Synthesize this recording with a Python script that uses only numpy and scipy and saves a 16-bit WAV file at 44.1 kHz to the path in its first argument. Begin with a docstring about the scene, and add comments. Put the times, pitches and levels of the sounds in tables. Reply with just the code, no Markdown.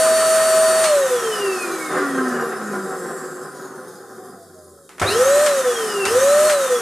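"""A stick vacuum cleaner on a wooden workbench runs at full speed, then is switched off, on, off, on, off.
Air rushes as shaped noise; the seven-bladed fan whines and the unbalanced rotor hums as sines at multiples
of its speed. Brushes hiss on the commutator, the switch snaps and the housing is jolted (noise bursts).
In the long run-down the loose bearings rattle the plastic housing; each start buzzes, sings and shudders.
A simulated rotor speed drives the motor layers; a faint squeal and a quiet workshop lie underneath."""
import sys
import numpy as np
from scipy import signal
from scipy.fft import rfft, irfft
from scipy.io import wavfile
from scipy.ndimage import uniform_filter1d, map_coordinates

SR = 44100
rng = np.random.default_rng(int(sys.argv[2]) if len(sys.argv) > 2 else 0)


def persist_wave(psi):
    """Save psi, clipped to +-1, as 16-bit WAV."""
    counts = np.round(np.clip(psi, -1, 1) * 32767).astype(np.int16)
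    wavfile.write(sys.argv[1], SR, np.atleast_2d(counts).T)


N = 300321
TIME = np.arange(N) / SR
CUTOFF_HZ = 14900


def from_db(db):
    """Decibels to amplitude gain."""
    return 10 ** (np.asarray(db) / 20)


def rms_one(x):
    """Scale to an rms of 1."""
    return x / np.sqrt(np.mean(x ** 2) + 1e-20)


def noise():
    """White noise over the whole scene."""
    return rng.standard_normal(N)


def at_hz(points, hz):
    """Interpolate a table on a log-frequency axis."""
    f, value = np.transpose(points)
    return np.interp(np.log(hz + 1e-3), np.log(f), value)


def bells_db(table, hz):
    """Sum of bell-shaped peaks or dips, in dB, at a gliding frequency."""
    return sum(db * np.exp(-((hz - centre) / width) ** 2) for centre, width, db in table)


def drift(knots_per_s):
    """Smooth random curve through normal knots of spread 1."""
    knots = rng.standard_normal(4096)
    return map_coordinates(knots, [TIME * knots_per_s], order=3, mode="wrap")


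def room(x, t60):
    """Dense reflections from bench and walls: decaying noise of unit energy, t60 in seconds."""
    age = np.arange(16000) / SR
    echoes = rng.standard_normal(len(age)) * from_db(-60 * age / t60)
    return signal.fftconvolve(x, echoes / np.linalg.norm(echoes))[:N]


# Left-right likeness of noise. Each row: frequency in Hz, likeness from 0 to 1.
LIKENESS_BY_HZ = [(60, 0.94), (500, 0.99), (1200, 0.97), (2500, 0.91), (6000, 0.72), (14000, 0.8)]


def colour(x, spectrum, modes=()):
    """Shape x by a broad spectrum and resonances, spread it over left and right; joint rms 1."""
    hz = np.arange(N // 2 + 1) * SR / N
    low_hz, high_hz = spectrum[0][0], spectrum[-1][0]
    low_edge = 1 + (1.3 * low_hz / (hz + 1)) ** 4
    high_edge = 1 + (hz / high_hz / 1.2) ** 10
    gain = from_db(at_hz(spectrum, hz)) / np.sqrt(low_edge * high_edge)
    gain = gain * (1 + sum(lift / (1 + (2 * (hz - f) / width) ** 2) for f, width, lift in modes))
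    alike = np.clip(at_hz(LIKENESS_BY_HZ, hz), 0, 1)
    mid = irfft(rfft(rms_one(x)) * gain * np.sqrt(1 + alike), N)
    side = irfft(rfft(noise()) * gain * np.sqrt(1 - alike), N)
    return rms_one(np.array([mid + side, mid - side]))


# Plastic shell resonances. Each row: frequency in Hz, level in dB (relative; contrast is eased later).
SHELL_MODES = [(382.2, -36), (516.8, -44), (759.0, -56.5), (904.4, -79), (1017, -43), (1147, -53.5),
               (1217, -45.5), (1303, -39.5), (1410, -55.5), (1523, -50), (1750, -53), (1836, -43.5)]


def housing(lift_db, width_hz):
    """Shell resonances as (Hz, width in Hz, lift as gain); the strongest gets lift_db."""
    strongest_db = max(db for f, db in SHELL_MODES)
    return [(f, width_hz, from_db(lift_db + 0.92 * (db - strongest_db))) for f, db in SHELL_MODES]


# Top speed in turns per s, where pull balances drag.
FULL_SPEED_HZ = 642.6
# Braking: air drag at full speed, its power of speed, and steady dry friction.
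AIR_DRAG_HZ_PER_S, DRAG_EXPONENT, DRY_DRAG_HZ_PER_S = 606.4, 2.0753, 34.71
# Pull at standstill over pull at full speed.
STALL_PULL_RATIO = 14.53


def rotor(power):
    """Speed in turns per s: the motor's pull fades as it speeds up, air drag and dry friction brake it."""
    step = 44
    speed, speeds = FULL_SPEED_HZ, []
    for start in range(0, N, step):
        speeds.append(speed)
        share = speed / FULL_SPEED_HZ
        pull = (AIR_DRAG_HZ_PER_S + DRY_DRAG_HZ_PER_S) * STALL_PULL_RATIO ** (1 - share)
        drag = AIR_DRAG_HZ_PER_S * share ** DRAG_EXPONENT + DRY_DRAG_HZ_PER_S
        speed += (power[start:start + step].mean() * pull - drag) * step / SR
    return np.interp(TIME, TIME[::step], speeds)


# Layer levels below are relative: the mix in scene() adds a fixed offset to each.
# Housing noise: coasting level, loss per halving of speed, rise under power, random waver.
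HOUSING_DB, HOUSING_FALL_DB, HOUSING_POWER_DB, HOUSING_WAVER_DB = -29.5, 0, 3.5, .5
# Brush hiss: coasting at full speed, loss per halving, loss per halving squared, rise under power.
BRUSH_DB, BRUSH_FALL_DB, BRUSH_BEND_DB, BRUSH_POWER_DB = -30.5, 3.5, 1.37, 3.5
LOAD_LAG_S = 0.022
# The coasting shaft comes loose in its bearings below this speed, over this range.
LOOSE_HZ, LOOSE_RANGE_HZ = 302, 5.0
# Rattle: level on coming loose, loss per ms that a turn grows longer.
RATTLE_DB, RATTLE_FALL_DB_PER_MS = -24, 3
# Harder first shaking: extra level, loss of speed over which it settles.
FIRST_SHAKE_DB, SETTLE_HZ = 3.5, 22


def friction(speed, power):
    """Housing and brush levels in dB follow speed and load, until the coasting shaft rattles loose."""
    halvings = np.log2(FULL_SPEED_HZ / speed)
    keep = np.exp(-1 / (LOAD_LAG_S * SR))
    load = 1 - signal.lfilter([1 - keep], [1, -keep], 1 - power)
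    tight_db = HOUSING_DB - HOUSING_FALL_DB * halvings + HOUSING_POWER_DB * load
    longer_ms = 1000 * (1 / speed - 1 / LOOSE_HZ)
    first_shake_db = FIRST_SHAKE_DB * np.exp(-np.abs(LOOSE_HZ - speed) / SETTLE_HZ)
    loose_db = RATTLE_DB - RATTLE_FALL_DB_PER_MS * longer_ms + first_shake_db
    loose = (1 - load) * (1 + np.tanh((LOOSE_HZ - speed) / LOOSE_RANGE_HZ)) / 2
    housing_db = tight_db + loose * (loose_db - tight_db) + HOUSING_WAVER_DB * drift(18)
    brush_db = BRUSH_DB - BRUSH_FALL_DB * halvings - BRUSH_BEND_DB * halvings ** 2 + BRUSH_POWER_DB * load
    return housing_db, brush_db


# Airflow inside the housing. Each row: frequency in Hz, relative level in dB per Hz.
AIR_SPECTRUM = [(30, -7), (60, -27), (95, -15), (130, -10.5), (200, 1), (265, 5), (320, -7.5), (450, 1.5),
                (750, 7.5), (880, 1.5), (1250, 7), (1550, 6.5), (1900, 5), (2200, -2.5), (3300, -10.5),
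                (6000, -10)]
# Jet from the vents. Each row: frequency in Hz, relative level in dB per Hz.
JET_SPECTRUM = [(1350, -59), (2300, -8), (2630, -3), (4170, -9.5), (4340, -2), (4650, -5.5), (4800, -9),
                (5480, -6), (8500, 1), (8700, -3.5), (9190, -1.5), (9410, -2.5), (13800, -13.5),
                (14900, -26)]


def airflow():
    """Turbulence inside the housing and the bright jet from its vents, combed by nearby reflections."""
    air = colour(noise(), AIR_SPECTRUM, housing(lift_db=16.0, width_hz=28.7))
    hiss = noise()
    combed = hiss + .35 * room(hiss, t60=.06)
    jet = colour(combed, JET_SPECTRUM)
    return air, jet * from_db(0.91 * drift(30))


# Rotor orders. Each row: multiple of rotor speed, full-speed level in dB before the casing's lift,
# loss in dB per halving of speed.
ROTOR_ORDERS = [(2, -36, 20), (6, -42.5, 18), (7, -34.3, 1), (11, -53, 8), (12, -39.5, 7), (13, -49, 8),
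                (14, -35, 18), (17, -54, 10), (21, -58, 0), (24, -53.5, -5)]
# Fan casing peaks and a dip. Each row: centre in Hz, half width in Hz, lift in dB.
CASING_PEAKS = [(2700, 130, 4), (3750, 380, -3.5), (5050, 330, 5), (6430, 150, 7), (8800, 500, 9),
                (9400, 150, 6)]
BLADES = 7
# Extra level of the orders above the blade tone while speeding up.
PULL_WHINE_DB = 3.5


def whine(turns, speed, power):
    """Blade and commutator tones; in a glide they flutter and their echoes trail off pitch."""
    halvings = np.log2(speed.max() / speed)
    gliding = np.clip(halvings * 25, 0, 1)
    # at low speed the fan barely moves air: only a faint blade tone stays
    fast = 1 / (1 + (240 / speed) ** 8)
    faint = np.minimum(speed / 520, .3)
    pull_db = PULL_WHINE_DB * gliding * uniform_filter1d(power.astype(float), size=900)
    x = 0
    for multiple, db, fall_db in ROTOR_ORDERS:
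        flutter_db = (1 + 2.2 * gliding) * drift(30)
        lift_db = bells_db(CASING_PEAKS, multiple * speed) + pull_db * (multiple > BLADES)
        alive = np.maximum(fast, faint * (multiple == BLADES))
        gain = alive * from_db(db - fall_db * halvings + lift_db + flutter_db)
        x = x + gain * np.sin(2 * np.pi * multiple * turns)
    x = np.sqrt(2) * x
    mid = room(x * gliding, t60=0.19)
    side = 0.29 * room(x * gliding, t60=0.19)
    trail = mid + side * np.array([[1], [-1]])
    return x * from_db(-5 * gliding) + from_db(-7.5) * trail


# Bench response to the unbalance. Each row: rotor speed in Hz, rms level in dB before dips and load.
BENCH_RESPONSE = [(77, -70), (83, -57), (104, -61), (116, -66), (142, -55), (160, -57), (176, -43),
                  (200, -32), (235, -32), (260, -24), (320, -33), (350, -31), (395, -21.5), (452, -22),
                  (495, -14.5), (545, -18), (580, -14.3), (645, -15.2)]
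# Standing-wave dips. Each row: centre in Hz, half width in Hz, depth in dB under full pull
# (up to 1.5 times deeper when coasting).
STANDING_WAVE_DIPS = [(187, 5, -8), (225, 8, -9), (299, 6, -5), (363, 6, -8), (422, 12, -6), (473, 11, -7),
                      (519, 6, -12), (566, 22, -.6), (625, 9, -3)]
# Time the standing waves need to build up.
DIP_LAG_S = .011
# Below this speed a start sweeps too fast for the bench to ring; hum lost at standstill.
SWEEP_SPEED_HZ, SWEEP_LOSS_DB = 450, 42


def hum(turns, speed, power):
    """The once-a-turn unbalance swells and sinks as it glides through standing waves."""
    dips_db = bells_db(STANDING_WAVE_DIPS, np.interp(TIME - DIP_LAG_S, TIME, speed))
    # a pulling motor shakes harder and sweeps too quickly for the dips to form fully
    pulling = uniform_filter1d(power * np.clip(8 * (1 - speed / speed.max()), 0, 1), size=1500)
    level_db = at_hz(BENCH_RESPONSE, speed) + dips_db * (1.5 - .5 * pulling)
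    level_db = level_db + 3.0 * pulling + 0.99 * drift(8.7)
    sweep_db = -SWEEP_LOSS_DB * pulling * np.clip(1 - speed / SWEEP_SPEED_HZ, 0, 1)
    lead_rad = 0.055 * np.array([[1], [-1]])  # left and right slightly out of step
    return from_db(level_db + sweep_db) * np.sqrt(2) * np.sin(2 * np.pi * turns + lead_rad)


def rubbing(turns, speed, repeat, bar_db, uneven_db, count):
    """Noise plus bumps that return every turn; bar_db stresses multiples of the 12 commutator bars."""
    orders = np.arange(2, count)
    strength = from_db(uneven_db * rng.standard_normal(len(orders)) + bar_db * (orders % 12 == 0))
    strength /= np.sqrt(np.mean(strength ** 2))
    phases = rng.uniform(0, 2 * np.pi, len(orders))
    angle = (2 * np.pi * (turns % 1)).astype(np.float32)
    octaves = np.log2(speed).astype(np.float32)
    bumps = np.zeros(N)
    for k, gain, phase in zip(orders.tolist(), strength.tolist(), phases.tolist()):
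        # each order swells and fades at its own random pace as the speed changes
        swell = 1 + np.sin(octaves * rng.uniform(15, 50) + rng.uniform(0, 2 * np.pi))
        bumps += gain * swell * np.sin(k * angle + phase) * (k * speed < CUTOFF_HZ)
    bumps *= np.sqrt(4 * speed / SR)
    # the shaft presses harder once a turn
    beat = from_db(4.7 * np.cos(angle) + 2.6 * drift(60))
    x = beat * (repeat * bumps + noise())
    return 0.54 * x + room(x, t60=0.39)


# Brush hiss. Each row: frequency in Hz, relative level in dB per Hz.
BRUSH_SPECTRUM = [(1760, -36), (3000, -64), (3140, -9), (4310, -8.5), (4900, -2), (6030, -6.5), (6810, 0),
                  (7430, -10), (8440, -3), (9400, 0.5), (11500, -8.5), (13900, -11), (14900, -24)]


def brush_hiss(turns, speed):
    """Brushes rub on the commutator: bar-stressed bumps and noise, coloured bright."""
    commutator = rubbing(turns, speed, repeat=1.6, bar_db=6, uneven_db=2, count=170)
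    return colour(commutator, BRUSH_SPECTRUM) * from_db(.6 * drift(16))


# Bearing rattle. Each row: frequency in Hz, relative level in dB per Hz.
RATTLE_SPECTRUM = [(70, -51), (110, -30), (190, -7), (320, -7), (400, -0.5), (520, -5.5), (640, -14),
                   (770, -3), (900, -17), (1100, -6), (1500, -5.5), (1850, -14.5), (2250, -30.5),
                   (3200, -33.5)]
# Soft knocking below this speed: low-pass cut and gain of what it passes.
SOFT_SPEED_HZ, SOFT_CUT_HZ, SOFT_DB = 120, 365, 6.5


def bearing_rattle(turns, speed):
    """Bearings shake the shell's resonances; a slow shaft knocks more softly, so the rattle grows dull."""
    bearings = rubbing(turns, speed, repeat=.4, bar_db=0, uneven_db=2, count=24)
    rattle = colour(bearings, RATTLE_SPECTRUM, housing(lift_db=3, width_hz=24))
    soft = 1 / (1 + (speed / SOFT_SPEED_HZ) ** 4)
    dull = signal.sosfilt(signal.butter(1, SOFT_CUT_HZ, fs=SR, output="sos"), rattle)
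    return (1 - soft) * rattle + soft * from_db(SOFT_DB) * dull


# Faint ball-bearing squeal in the long run-down, swelling and then fading.
# Each row: time in seconds, rms level in dB (the first level holds from the start, the last to the end).
SQUEAL_LEVEL = [(2.8, -49), (2.92, -43.5), (3.25, -43.5), (3.42, -48), (3.6, -62)]


def squeal():
    """A ball bearing squeals faintly: a noise band around 7.5 kHz."""
    seconds, level_db = np.transpose(SQUEAL_LEVEL)
    band = colour(noise(), [(6800, -23), (7550, 11), (8300, -7)])
    return from_db(np.interp(TIME, seconds, level_db)) * band


# Quiet workshop. Each row: frequency in Hz, relative level in dB per Hz.
FLOOR_SPECTRUM = [(20, -2), (50, -26), (120, 17.5), (450, 23.5), (1500, -65), (3000, -64), (9000, 4),
                  (14000, -1)]


def workshop_floor():
    """Steady coloured noise of the quiet workshop."""
    return from_db(-54.5) * colour(noise(), FLOOR_SPECTRUM)


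# Switch snaps and housing jolts. Each row: time in seconds, then relative levels in dB of
# crack, body and snap (offsets follow), t60 in seconds.
KNOCK_EVENTS = [(0.841, -16, -21, -21.5, 0.39), (2.526, -28, -17, -53, 0.12), (4.892, -4, -30, -49.5, 0.44),
                (4.982, -6, -21, -54, 0.12), (4.997, -11, -42, -26.5, 0.092),
                (5.016, -13, -2.5, -29.5, 0.37), (5.462, -4, -11.5, -22.5, 0.33),
                (6.053, -8, -10.5, -21, 0.17), (6.497, -3, -15, -20.5, 0.19)]
# Dull shell. Each row: frequency in Hz, relative level in dB per Hz.
BODY_SPECTRUM = [(60, -30), (150, -14), (400, 8), (800, 8.5), (1400, 11.5), (2200, 6.5), (4000, -14)]
# Bright switch. Each row: frequency in Hz, relative level in dB per Hz.
SNAP_SPECTRUM = [(1000, 21.5), (2500, 11), (5000, 7), (9000, 9), (14000, -8)]


def knocks():
    """Each knock is a dull thud of the shell and a bright snap, dying away in the workshop."""
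    body, snap = np.zeros(N), np.zeros(N)
    for s, crack_db, body_db, snap_db, t60 in KNOCK_EVENTS:
        age = np.maximum(TIME - s, 0)
        decay = (TIME >= s) * from_db(-60 * age / max(t60, .01))
        crack = (TIME >= s) * from_db(crack_db - 32) * np.exp(-age / 0.00096)
        body += from_db(body_db - 15.5) * decay
        snap += from_db(snap_db + 3) * decay + crack
    return body * colour(noise(), BODY_SPECTRUM) + snap * colour(noise(), SNAP_SPECTRUM)


# Motor frame's response to the commutator tone under load. Each row: frequency in Hz, relative gain in dB.
FRAME_RESPONSE = [(3300, -21), (3800, 2), (4300, 5.5), (4650, -26), (5100, -3), (5600, -12), (6300, 2)]
# Delay of the frame's shudder after the current.
SHUDDER_LAG_S = .006


def surge(turns, speed, power):
    """A slow rotor draws heavy current: iron buzzes at twice the mains rate, the commutator sings."""
    current = power * np.clip(1 - speed / speed.max(), 0, 1)
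    mains = 2 * np.pi * 50 * TIME
    buzz = (from_db(-39) * current + from_db(-53.5) * power) * np.sin(2 * mains)
    bars = np.sin(2 * np.pi * 12 * turns + 1.2 * drift(350))
    singing_gain = from_db(-15) * current * from_db(at_hz(FRAME_RESPONSE, 12 * speed))
    singing = singing_gain * np.abs(np.sin(mains)) * bars
    late_current = np.interp(TIME - SHUDDER_LAG_S, TIME, current)
    rumble = colour(noise(), [(45, -22), (85, 8.5), (200, -15), (600, 3.0)])
    shudder = from_db(-16.5) * late_current ** 2 * rumble
    return buzz + 0.31 * singing + 1.13 * room(singing, t60=0.25) + shudder


# Power on. Each row: start in seconds, end in seconds.
POWER_SPANS = [(-1, .8428), (5.0071, 5.4543), (6.059, 6.483)]


def scene():
    """Rotor speed drives the motor layers: air leads when it is fast, rubbing when it is slow."""
    power = sum((TIME > on) & (TIME < off) for on, off in POWER_SPANS)
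    speed = rotor(power)
    turns = np.cumsum(speed * (1 + .0001 * drift(20))) / SR
    housing_db, brush_db = friction(speed, power)
    airy = 1 / (1 + (390 / speed) ** 6)
    air, jet = airflow()
    flow = np.sqrt(airy) * (from_db(housing_db + 3.0) * air + from_db(brush_db + 1.86) * jet)
    tones = whine(turns, speed, power) + hum(turns, speed, power) + surge(turns, speed, power)
    brush = from_db(brush_db - 2.0) * brush_hiss(turns, speed)
    rattle = from_db(housing_db + 2.0) * bearing_rattle(turns, speed)
    rub = np.sqrt(1 - airy) * (rattle + brush)
    return flow + tones + rub + squeal() + workshop_floor() + knocks()


def record(dry):
    """A steep elliptic low-pass cuts the top."""
    return signal.sosfilt(signal.ellip(12, .1, 90, CUTOFF_HZ, fs=SR, output="sos"), dry)


dry = scene()
out = record(dry)
persist_wave(out)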